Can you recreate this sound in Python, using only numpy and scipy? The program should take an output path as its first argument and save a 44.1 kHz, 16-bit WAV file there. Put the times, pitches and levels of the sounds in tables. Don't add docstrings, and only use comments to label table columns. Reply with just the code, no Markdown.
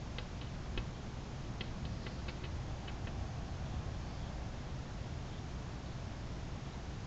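import sys
import numpy as np
from scipy import signal
from scipy.fft import rfft, irfft, next_fast_len
from scipy.io import wavfile

SR = 44100
rng = np.random.default_rng(int(sys.argv[2]) if len(sys.argv) > 2 else 0)


def waveform_to_disk(signal):
    frames = np.transpose(np.atleast_2d(signal))
    scaled = np.clip(frames, -1, 1) * 32767
    samples = np.round(scaled).astype(np.int16)
    wavfile.write(sys.argv[1], SR, samples)


N = 311346
TIME_S = np.arange(N) / SR
HIT_TIME_S = TIME_S[:SR // 4]

# freq_hz, relative_density_db
ROOM_SPECTRUM = [(10, -7.5), (27, -1), (40, -1.5), (54, 1.5), (75, 0.5), (130, -5.5), (200, -8),
                 (280, -12.8), (450, -17), (740, -17.5), (1300, -23.5), (2100, -27.5), (3300, -29.5),
                 (4800, -32), (7000, -34)]
# pitch_hz, rms_db, wander_hz
HUM_TONES = [(60, -54.5, 0.4), (117.4, -55.5, 0.55), (136.5, -54, 0.6), (180.5, -59.5, 0.35),
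             (237.3, -63.5, .3), (300.7, -65.5, 0.8), (360, -69, 1.2), (5254, -80.5, 1.2)]
# freq_hz, relative_density_db
ENGINE_SPECTRUM = [(30, -20), (58, -3), (82, 2), (125, -5.5), (165, -17), (215, -13.5), (300, -32),
                   (600, -51)]
# freq_hz, relative_density_db
TYRE_SPECTRUM = [(200, -13), (400, -7.5), (620, -0.5), (740, 4.5), (810, -4.5), (960, -9), (1100, -0.5),
                 (1300, -11.5), (1700, -9.5), (3500, -29)]
# nearest_s, fade_3db_s, engine_db, tyre_db, engine_speed_ratio
FAR_VEHICLES = [(1.75, 0.28, -47.5, -71, 1.55), (3.501, 1.56, -54.5, -61, 1),
                (6.299, 0.5, -58.5, -63.5, 1.7)]
# time_s, whine_hz, whine_db, engine_db
NEAREST_PASS = [(2.101, 832.4, -77, -59), (2.651, 780.7, -62.5, -49), (3.1, 754, -59.5, -46.5),
                (3.45, 747, -59, -50), (3.7, 738, -64.5, -44), (3.95, 724, -59, -48.5),
                (4.13, 722, -66, -51.5), (4.33, 706, -55.5, -48.5), (4.6, 681, -67.5, -54),
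                (5.1, 665, -82, -62.5)]
# middle_s, half_length_s, level_db, centre_hz, width_hz
RUB_STROKES = [(2.09, 0.25, -64, 4600, 1200), (3.736, 0.094, -68.5, 3440, 395),
               (3.94, .05, -68.5, 3470, 350), (4.14, 0.11, -69, 4670, 1200), (4.23, 0.075, -66, 3320, 400),
               (4.657, 0.066, -72, 3260, 500), (5.343, 0.089, -66, 3380, 606), (5.88, .05, -67, 3920, 1000),
               (6.686, 0.088, -70, 3400, 800), (6.739, .009, -61, 3950, 500)]
# pitch_hz, relative_db, t60_s
DOOR_MODES = [(114, -1.5, 0.12), (231.5, -3, 0.11), (369, 2, 0.049), (500.6, -6.5, 0.15)]
# pitch_hz, relative_db, t60_s
PANE_MODES = [(840, -9, 0.17), (1116, -6.5, 0.11), (1366, -9, 0.11), (1609, -5, 0.06), (1810, -5.5, 0.043),
              (2019, -1.5, 0.036), (2230, -11.5, 0.061), (2296, -8, 0.049), (2578, -2.5, 0.053),
              (2765, -2.5, 0.034), (2890, -10, 0.033), (2997, 0.5, 0.036), (3230, -3.5, 0.033),
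              (3410, -6.5, 0.024), (3630, -5, 0.027), (3830, -6.5, 0.042), (3990, -6, 0.026),
              (4260, -8.5, 0.049), (4520, -15.5, 0.037)]
# freq_hz, relative_density_db
CRACK_SPECTRUM = [(400, -24), (900, -9), (1600, -9), (2900, -12.5), (4000, -10.5), (5000, -12.5),
                  (7500, -26)]
# [(pitch_hz, boost_db)]
PAW_STROKES = [(0.1832, -40.5, 2, 4800, -12, .0005, -46, 490, [(2000, 5.5), (3220, 3), (3620, 4.5)]),
               (0.4126, -49.5, 5, 4200, -7, .0009, -61, 490, [(2700, -1), (2930, 3), (3620, 6)]),
               (0.7752, -39.5, 3, 4380, -10, 0.00064, -39.5, 366, [(2570, 8.5), (3020, 2), (3380, 6.5)]),
               (1.6079, -39.5, 4.5, 4580, -12, 0.0009, -43.5, 492, [(2015, 8.5), (2680, 7), (3320, 14.5)]),
               (1.8516, -50, 5, 5200, -6, .0004, -50, 490, [(2600, -1), (3030, -1), (4000, 5)]),
               (2.0643, -45, -0.5, 3870, -8, 0.0014, -45, 490, [(2040, 8.5), (2830, 4), (3130, 4)]),
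               (2.2840, -45, 2.5, 5100, -0.5, .0009, -44, 500, [(1810, 5), (2250, 13), (2560, 5),
               (4450, 5)]), (2.4386, -47, 2, 4400, -9, .0007, -47.5, 238, [(2030, 5.5), (2600, 4),
               (3170, 3)]), (2.88, -47.3, 0.5, 3960, -8, .0009, -56, 500, [(2230, 6), (2980, 8),
               (3620, -1)]), (3.0700, -49, 1, 3800, -4, .001, -54, 490, [(1620, 9), (1800, 11), (2640, 6)])]
# start_s, level_db
LIGHT_TOUCHES = [(.211, -61), (.429, -59.5), (.444, -60), (.470, -60), (.810, -62), (.858, -67),
                 (1.638, -65), (1.678, -62), (2.060, -58), (2.076, -59), (2.2805, -50.5), (2.2920, -50),
                 (2.300, -63), (2.371, -62), (2.433, -59), (2.4435, -57), (2.451, -52.5), (2.8715, -62),
                 (2.876, -52), (2.8845, -55), (2.8905, -54), (3.074, -54)]


def from_db(db):
    return 10 ** (np.asarray(db) / 20)


def unit_rms(x):
    return x / np.sqrt(np.mean(x ** 2) + 1e-20)


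def unit_attack(hit):
    return hit / np.sqrt(np.mean(hit[:SR // 100] ** 2))


def noise(spectrum, size=N):
    hz, db = np.transpose(spectrum)
    padded = next_fast_len(size, True)
    bins_hz = np.maximum(np.fft.rfftfreq(padded, 1 / SR), 1)
    gain = from_db(np.interp(np.log(bins_hz), np.log(hz), db))
    white = rng.standard_normal(padded)
    return unit_rms(irfft(rfft(white) * gain, padded)[:size])


def lowpass(x, order, cutoff_hz):
    return signal.sosfilt(signal.butter(order, cutoff_hz, fs=SR, output="sos"), x)


def drift(rate_hz):
    knots = rng.standard_normal(int(TIME_S[-1] * rate_hz) + 2)
    return np.interp(TIME_S * rate_hz, np.arange(len(knots)), knots)


def decay(t60_s):
    return np.exp(-np.log(1000) * HIT_TIME_S / t60_s)


def add(out, start_s, sound):
    start = int(start_s * SR)
    out[start:start + len(sound)] += sound[:N - start]


def room(rms_db=-44.5):
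    return from_db(rms_db) * noise(ROOM_SPECTRUM)


def hum():
    out = np.zeros(N)
    for pitch_hz, rms_db, wander_hz in HUM_TONES:
        cycles = np.cumsum(pitch_hz + wander_hz * drift(rate_hz=6)) / SR + rng.random()
        out += np.sqrt(2) * from_db(rms_db) * np.sin(2 * np.pi * cycles)
    return out


def passing(nearest_s, fade_3db_s):
    return 1 / np.hypot(1, (TIME_S - nearest_s) / fade_3db_s)


def traffic(tyre_lead_s=0.13):
    out = np.zeros(N)
    for nearest_s, fade_3db_s, engine_db, tyre_db, speed_ratio in FAR_VEHICLES:
        engine = noise([(hz * speed_ratio, db) for hz, db in ENGINE_SPECTRUM])
        out += from_db(engine_db) * passing(nearest_s, fade_3db_s) * engine
        out += from_db(tyre_db) * passing(nearest_s - tyre_lead_s, fade_3db_s) * noise(TYRE_SPECTRUM)
    return out


def nearest_vehicle(whine_width_hz=150, fade_db_per_s=19):
    times_s, *columns = np.transpose(NEAREST_PASS)
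    whine_hz, whine_db, engine_db = [np.interp(TIME_S, times_s, column) for column in columns]
    outside_s = np.abs(TIME_S - np.clip(TIME_S, times_s[0], times_s[-1]))
    in_phase, quadrature = lowpass(rng.standard_normal((2, N)), 2, whine_width_hz / 2)
    phase = 2 * np.pi * np.cumsum(whine_hz) / SR
    whine = from_db(whine_db) * unit_rms(in_phase * np.cos(phase) + quadrature * np.sin(phase))
    engine = from_db(engine_db) * noise(ENGINE_SPECTRUM)
    return from_db(-fade_db_per_s * outside_s) * (whine + engine)


def rubs(grain_db=3.5):
    out = np.zeros(N)
    for middle_s, half_length_s, level_db, centre_hz, width_hz in RUB_STROKES:
        edges_hz = [centre_hz - width_hz / 2, centre_hz + width_hz / 2]
        band = signal.butter(2, edges_hz, "band", fs=SR, output="sos")
        swell = np.exp(-((TIME_S - middle_s) / half_length_s) ** 2)
        grainy_gain = from_db(level_db + grain_db * drift(rate_hz=150))
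        out += swell * grainy_gain * unit_rms(signal.sosfilt(band, rng.standard_normal(N)))
    return out


def spot_boost_db(mode_hz, spot_hz, boost_db, width_octaves):
    return boost_db * np.exp(-(np.log2(mode_hz / spot_hz) / width_octaves) ** 2)


def ring(modes, spread_db):
    gains = from_db(spread_db * rng.standard_normal(len(modes)))
    signs = rng.choice([-1, 1], len(modes))
    return sum(gain * from_db(db) * decay(t60_s) * np.sin(2 * np.pi * hz * HIT_TIME_S)
               for gain, (hz, db, t60_s) in zip(gains * signs, modes))


def pads(flex_hz=42, hard_pad_db=-39, hard_flex_db=-32.5, flex_db_per_pad_db=2.6):
    out = np.zeros(N)
    flex = unit_attack(-np.sin(2 * np.pi * flex_hz * HIT_TIME_S) * decay(t60_s=0.15))
    for start_s, *_, pad_db, spot_hz, _ in PAW_STROKES:
        modes = [(hz, db + spot_boost_db(hz, spot_hz, boost_db=4.5, width_octaves=0.14), t60_s)
                 for hz, db, t60_s in DOOR_MODES]
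        knock = unit_attack(ring(modes, spread_db=2.0))
        flex_db = hard_flex_db + flex_db_per_pad_db * (pad_db - hard_pad_db)
        add(out, start_s, from_db(pad_db) * knock + from_db(flex_db) * flex)
    return out


def claw_tick(tilt_db_per_octave, top_hz, crack_db, landing_s, spot_peaks, tail_db=-13.5, pivot_hz=2700):
    modes = []
    for hz, db, t60_s in PANE_MODES:
        tilt_db = tilt_db_per_octave * np.log2(hz / pivot_hz)
        spot_db = sum(spot_boost_db(hz, *peak, width_octaves=0.079) for peak in spot_peaks)
        modes.append((hz, db + tilt_db + spot_db, t60_s))
    spectrum = [(hz, db + tilt_db_per_octave * np.log2(hz / pivot_hz)) for hz, db in CRACK_SPECTRUM]
    crack = unit_attack(noise(spectrum, len(HIT_TIME_S)) * decay(t60_s=0.05))
    tail = noise(spectrum, len(HIT_TIME_S)) * decay(t60_s=0.33)
    ringing = unit_attack(ring(modes, spread_db=0.5))
    hit = ringing + from_db(crack_db) * crack + from_db(tail_db) * tail
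    landing = 1 - np.exp(-HIT_TIME_S / landing_s)
    return unit_attack(lowpass(hit * landing, 6, top_hz))


def claws():
    out = np.zeros(N)
    for start_s, claw_db, *contact, _, _, spot_peaks in PAW_STROKES:
        add(out, start_s, from_db(claw_db) * claw_tick(*contact, spot_peaks))
    for start_s, level_db in LIGHT_TOUCHES:
        nearest_stroke = min(PAW_STROKES, key=lambda stroke: abs(stroke[0] - start_s))
        _, _, *contact, _, _, spot_peaks = nearest_stroke
        add(out, start_s, from_db(level_db) * claw_tick(*contact, spot_peaks))
    return out


def scene():
    mono = claws() + pads() + rubs() + hum() + traffic() + nearest_vehicle() + room()
    return np.array([mono, mono])


def record(dry, rolloff_hz=7050, cutoff_hz=8150):
    steep_cut = signal.ellip(12, 0.1, 80, cutoff_hz, fs=SR, output="sos")
    return signal.sosfilt(steep_cut, lowpass(dry, 14, rolloff_hz))


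dry = scene()
out = record(dry)
waveform_to_disk(out)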